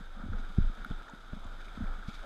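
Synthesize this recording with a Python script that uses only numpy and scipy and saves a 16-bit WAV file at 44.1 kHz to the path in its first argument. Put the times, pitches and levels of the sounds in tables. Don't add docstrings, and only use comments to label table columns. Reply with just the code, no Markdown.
import sys
import numpy as np
from scipy import signal
from scipy.fft import rfft, irfft
from scipy.io import wavfile
from scipy.ndimage import uniform_filter1d

SR = 44100
rng = np.random.default_rng(int(sys.argv[2]) if len(sys.argv) > 2 else 0)


def transcribe(u):
    v = np.clip(np.atleast_2d(u).T, -1, 1)
    q = np.round(v * 32767).astype(np.int16)
    wavfile.write(sys.argv[1], SR, q)


N = 99225

# [t/s, peak level/dB, starting f/Hz, swell/s]
AIR_POCKETS = [(0.004, -42.5, 188.4, 0.0064), (0.163, -45, 213, 0.01), (0.195, -43, 205, 0.0053),
               (0.234, -35.5, 216, 0.0062), (0.260, -37, 228, 0.0036), (0.284, -36.5, 238, 0.0022),
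               (0.318, -37.5, 213, 0.0043), (0.336, -38.5, 207, 0.0082), (0.392, -42, 231, 0.0066),
               (0.493, -48, 193, 0.01), (0.5798, -18.5, 187, 0.0048), (0.583, -30.5, 331, 0.0031),
               (0.601, -35.5, 192, 0.0042), (0.641, -42, 225, 0.0055), (0.695, -40, 201, 0.0045),
               (0.777, -49.5, 238, 0.0115), (0.803, -51, 197, 0.01), (0.858, -41.5, 228, 0.0055),
               (0.9084, -32, 218, .004), (0.924, -44.5, 195, 0.0054), (1.134, -37.5, 214, 0.0033),
               (1.332, -32.5, 195, 0.0035), (1.343, -54, 237, 0.0071), (1.365, -39.5, 204, 0.0057),
               (1.451, -43, 215, 0.0044), (1.772, -36, 225, 0.0052), (1.804, -29.5, 229, 0.0067),
               (1.832, -34, 203, 0.0059), (1.979, -48.5, 205, 0.0084), (2.0806, -35.5, 220, 0.0067)]
# [f/Hz, relative level/dB]
CHURN_SPECTRUM = [(150, 8), (450, 9), (750, -7), (1500, -33), (5000, -54)]
# [t/s, peak level/dB, f/Hz, swell/s]
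BOARD_THUDS = [(0.246, -36.5, 70.4, 0.011), (0.287, -32, 84.4, 0.013), (0.329, -32, 46.4, 0.0059),
               (0.581, -13, 63.3, 0.0044), (0.607, -28.5, 86, 0.0083), (0.904, -28, 47.5, 0.0041),
               (0.905, -39.5, 120, 0.0071), (1.327, -33, 54.6, 0.0048), (1.369, -46, 75, 0.0093),
               (1.449, -39, 76, 0.011), (1.785, -36, 72.5, 0.0044), (1.818, -28.5, 69, 0.0078),
               (2.082, -28.5, 71.4, 0.0028)]
# [t/s, level/dB]
SHUDDER_LEVEL = [(0.0, -45), (0.32, -40.5), (0.35, -32.5), (0.56, -42.5), (0.6, -25.5), (0.68, -26),
                 (0.76, -52.5), (0.82, -35.5), (0.86, -61), (0.91, -32.5), (1.01, -44), (1.06, -59),
                 (1.47, -40.5), (1.78, -48.5), (1.88, -31), (2.09, -50.5), (2.21, -40), (2.25, -50)]
# [f/Hz, relative level/dB]
RUMBLE_SPECTRUM = [(15, -13.5), (35, -5.5), (55, -1.5), (85, -7), (130, -18.5), (300, -57), (1000, -93)]
# [t/s, knock level before the mode levels/dB, tick peak level/dB, tick f/Hz]
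CASE_DROPS = [(0.3324, -35.5, -76, 6300), (0.618, -41, -72, 6300), (0.8470, -26, -49.5, 11360),
              (0.9118, -40, -72, 6300), (1.0850, -42, -57, 6200), (1.0980, -49, -50, 6670),
              (1.3310, -43, -70, 6400), (1.371, -54, -63, 6400), (1.4460, -61, -52.5, 7160),
              (1.9908, -41, -73, 6300), (2.0258, -41, -70, 6300)]
# [f/Hz, level relative to the knock/dB, width/Hz]
CASE_MODES = [(1410, -3, 120), (2230, -28.5, 75), (3670, -19, 300), (4900, -32, 500), (6500, -37, 220)]
# [t/s, peak level/dB, starting f/Hz]
SINGLE_BUBBLES = [(0.331, -49, 470), (0.571, -52, 750), (0.646, -55, 640), (0.904, -48, 430),
                  (0.912, -49, 698), (0.918, -44, 3350), (1.081, -46, 1740), (1.093, -46, 900),
                  (1.328, -50, 600), (1.432, -50, 880), (1.682, -47, 2270), (1.754, -54, 2320),
                  (1.868, -49.5, 2220), (1.942, -55, 2180), (2.228, -50, 603)]
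# [peak t/s, level/dB, Gaussian sigma/s]
SPRAY_BURSTS = [(0.393, -63, 0.015), (1.61, -62, 0.0088), (1.654, -58, 0.0098), (2.089, -55.5, .008),
                (2.14, -58.5, 0.039), (2.149, -55, 0.0054)]
# [f/Hz, relative level/dB]
SPRAY_SPECTRUM = [(1000, -7), (1900, -4), (2280, 9.5), (2800, -4.5), (3600, 8.5), (4300, -1), (4900, 0),
                  (5600, -8), (6400, -6), (8500, -16.5), (11000, -17.5), (14500, -32)]
# [t/s, level/dB]
GURGLE_LEVEL = [(0, -71), (0.2, -63), (0.36, -60), (0.5, -79), (0.66, -65.5), (0.86, -72.5), (1.02, -65.5),
                (1.09, -65), (1.2, -72), (1.44, -62.5), (1.7, -71), (1.87, -56.5), (2.0, -73), (2.19, -81),
                (2.24, -53.5)]
# [f/Hz, relative level/dB]
RUSH_SPECTRUM = [(40, 5.5), (80, -8), (200, -4.5), (320, -6), (560, -10.5), (790, -7), (1030, -11),
                 (1150, -9), (1280, 1.5), (1420, 1), (1580, -5), (1750, -10.5), (1960, -17.5),
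                 (2800, -51.5)]
# [t/s, level/dB]
RUSH_LEVEL = [(0, -53.5), (0.09, -59.5), (0.2, -52.5), (0.29, -55), (0.39, -51.5), (0.5, -54),
              (0.62, -53.5), (0.72, -55), (0.8, -51), (0.93, -52.5), (1.2, -56.5), (1.55, -54),
              (1.75, -54.5), (1.88, -50), (1.98, -53.5), (2.06, -53.5), (2.25, -53.5)]
# [f/Hz, relative level/dB]
FIZZ_SPECTRUM = [(1300, -24), (1900, -9), (2240, 0), (2760, -8.5), (3050, -3.5), (3330, 0), (3650, 3),
                 (4250, -10.5), (5000, -8.5), (5550, -16.5), (6350, -13), (7200, -18), (8100, -17),
                 (9000, -21.5), (11200, -23), (14800, -30.5)]
# [t/s, level/dB]
FOAM_LEVEL = [(0, -64), (0.27, -64.5), (0.39, -63), (0.63, -61), (0.73, -61.5), (0.93, -61.5), (1.2, -63.5),
              (1.68, -61.5), (1.95, -62.5), (2.1, -62), (2.25, -60)]

POCKET_GLIDE_PER_S, CHURN_DB = -1.9, -45
SHUDDER_HZ, SHUDDER_WANDER_SHARE, SHUDDER_WANDER_HZ = 24.9, 0.091, 4.63
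SHUDDER_GAIN_DB, RUMBLE_DB = 1.5, -17
TICK_SWELL_S, KNOCK_SWELL_S = 0.00039, 0.0018
PLIP_SWELL_CYCLES, PLIP_GLIDE_PER_S = 2.98, 2
BUBBLES_PER_S, BUBBLE_LOW_HZ, BUBBLE_HIGH_HZ = 600, 497, 1275
BUBBLE_SWELL_CYCLES, BUBBLE_GLIDE_PER_S, BUBBLE_RANGE_DB = 2.1, 2, 14
CLICKS_PER_S, CLICK_SPREAD_DB = 700, 4
RUSH_CLICK_DB, FIZZ_CLICK_DB, SPRAY_CLICK_DB = -7.5, -7, -1
RUSH_GAIN_DB, RUSH_FLUTTER_DB, FIZZ_FLUTTER_DB, FLUTTER_HZ = 2, 1.05, 0.47, 24
RUSH_WAVER_SHARE, RUSH_WAVER_HZ = 0.02465, 6.98
CUTOFF_HZ = 15000


def from_db(db):
    return 10 ** (np.asarray(db) / 20)


def rms_one(x):
    return x / np.sqrt(np.mean(x ** 2) + 1e-20)


def in_time(rows):
    return np.interp(np.arange(N) / SR, *np.transpose(rows))


def drift(corner_hz):
    step, settle = 40, 2000
    pole = np.exp(-2 * np.pi * corner_hz * step / SR)
    noise = rng.standard_normal(N // step + settle + 2)
    slow = signal.lfilter([1], [1, -2 * pole, pole * pole], noise)[settle:]
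    return np.interp(np.arange(N) / step, np.arange(len(slow)), rms_one(slow))


def coloured(x, spectrum):
    hz, db = np.transpose(spectrum)
    bins_hz = np.maximum(np.arange(N // 2 + 1) * SR / N, 1)
    gain = from_db(np.interp(np.log(bins_hz), np.log(hz), db))
    return rms_one(irfft(rfft(x) * gain, N))


def add_ring(out, start_s, peak_db, hz, swell_s, glide_per_s=0):
    start = int(np.clip(start_s * SR, 0, N - 1))
    t = np.arange(min(int(10 * swell_s * SR), N - start)) / SR
    envelope = (t / swell_s * np.exp(1 - t / swell_s)) ** 2
    ring = np.sin(2 * np.pi * hz * t * (1 + glide_per_s * t / 2))
    out[start:start + len(t)] += from_db(peak_db) * envelope * ring


def crackle(click_db):
    sizes_db = CLICK_SPREAD_DB * np.minimum(rng.exponential(1, N), 5)
    sizes = from_db(sizes_db) * rng.choice([-1, 1], N)
    clicks = sizes * (rng.random(N) < CLICKS_PER_S / SR)
    return rng.standard_normal(N) + from_db(click_db) * rms_one(clicks)


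def slaps():
    rings = np.zeros(N)
    for start_s, peak_db, hz, swell_s in AIR_POCKETS:
        add_ring(rings, start_s, peak_db, hz, swell_s, POCKET_GLIDE_PER_S)
    envelope = np.abs(signal.hilbert(rings))
    churn = coloured(rng.standard_normal(N), CHURN_SPECTRUM)
    return rings + from_db(CHURN_DB) * envelope * churn


def board_thuds():
    out = np.zeros(N)
    for start_s, peak_db, hz, swell_s in BOARD_THUDS:
        add_ring(out, start_s, peak_db, hz, swell_s)
    return out


def board_shudder():
    hz = SHUDDER_HZ * (1 + SHUDDER_WANDER_SHARE * drift(SHUDDER_WANDER_HZ))
    shudder = rms_one(np.sin(2 * np.pi * np.cumsum(hz) / SR))
    rumble = from_db(RUMBLE_DB) * coloured(rng.standard_normal(N), RUMBLE_SPECTRUM)
    level = from_db(in_time(SHUDDER_LEVEL) + SHUDDER_GAIN_DB)
    return uniform_filter1d(level, size=800) * (shudder + rumble)


def drops():
    out = np.zeros(N)
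    first_width_hz = CASE_MODES[0][2]
    for start_s, knock_db, tick_db, tick_hz in CASE_DROPS:
        add_ring(out, start_s, tick_db, tick_hz, TICK_SWELL_S)
        for hz, mode_db, width_hz in CASE_MODES:
            add_ring(out, start_s, knock_db + mode_db, hz, KNOCK_SWELL_S * first_width_hz / width_hz)
    return out


def plips():
    out = np.zeros(N)
    for start_s, peak_db, hz in SINGLE_BUBBLES:
        add_ring(out, start_s, peak_db, hz, PLIP_SWELL_CYCLES / hz, PLIP_GLIDE_PER_S)
    return out


def spray():
    t = np.arange(N) / SR
    level = np.zeros(N)
    for peak_s, db, sigma_s in SPRAY_BURSTS:
        level += from_db(db) * np.exp(-.5 * ((t - peak_s) / sigma_s) ** 2)
    return level * coloured(crackle(SPRAY_CLICK_DB), SPRAY_SPECTRUM)


def gurgle():
    out = np.zeros(N)
    for when, pitch, size in rng.random((int(BUBBLES_PER_S * N / SR), 3)):
        hz = BUBBLE_LOW_HZ * (BUBBLE_HIGH_HZ / BUBBLE_LOW_HZ) ** pitch
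        swell_s = BUBBLE_SWELL_CYCLES / hz
        add_ring(out, when * N / SR, -BUBBLE_RANGE_DB * size, hz, swell_s, BUBBLE_GLIDE_PER_S)
    return from_db(in_time(GURGLE_LEVEL)) * rms_one(out)


def rush():
    steady = coloured(crackle(RUSH_CLICK_DB), RUSH_SPECTRUM)
    position = np.cumsum(1 + RUSH_WAVER_SHARE * drift(RUSH_WAVER_HZ))
    wavering = np.interp(position % N, np.arange(N), steady)
    level_db = in_time(RUSH_LEVEL) + RUSH_GAIN_DB + RUSH_FLUTTER_DB * drift(FLUTTER_HZ)
    return from_db(level_db) * wavering


def fizz():
    level_db = in_time(FOAM_LEVEL) + FIZZ_FLUTTER_DB * drift(FLUTTER_HZ)
    return from_db(level_db) * coloured(crackle(FIZZ_CLICK_DB), FIZZ_SPECTRUM)


def scene():
    main = slaps() + board_thuds() + board_shudder()
    details = drops() + plips() + spray()
    background = gurgle() + rush() + fizz()
    return (main + details + background)[None]


def record(dry):
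    low_pass = signal.ellip(10, .1, 80, CUTOFF_HZ, fs=SR, output="sos")
    return signal.sosfilt(low_pass, dry)


dry = scene()
out = record(dry)
transcribe(out)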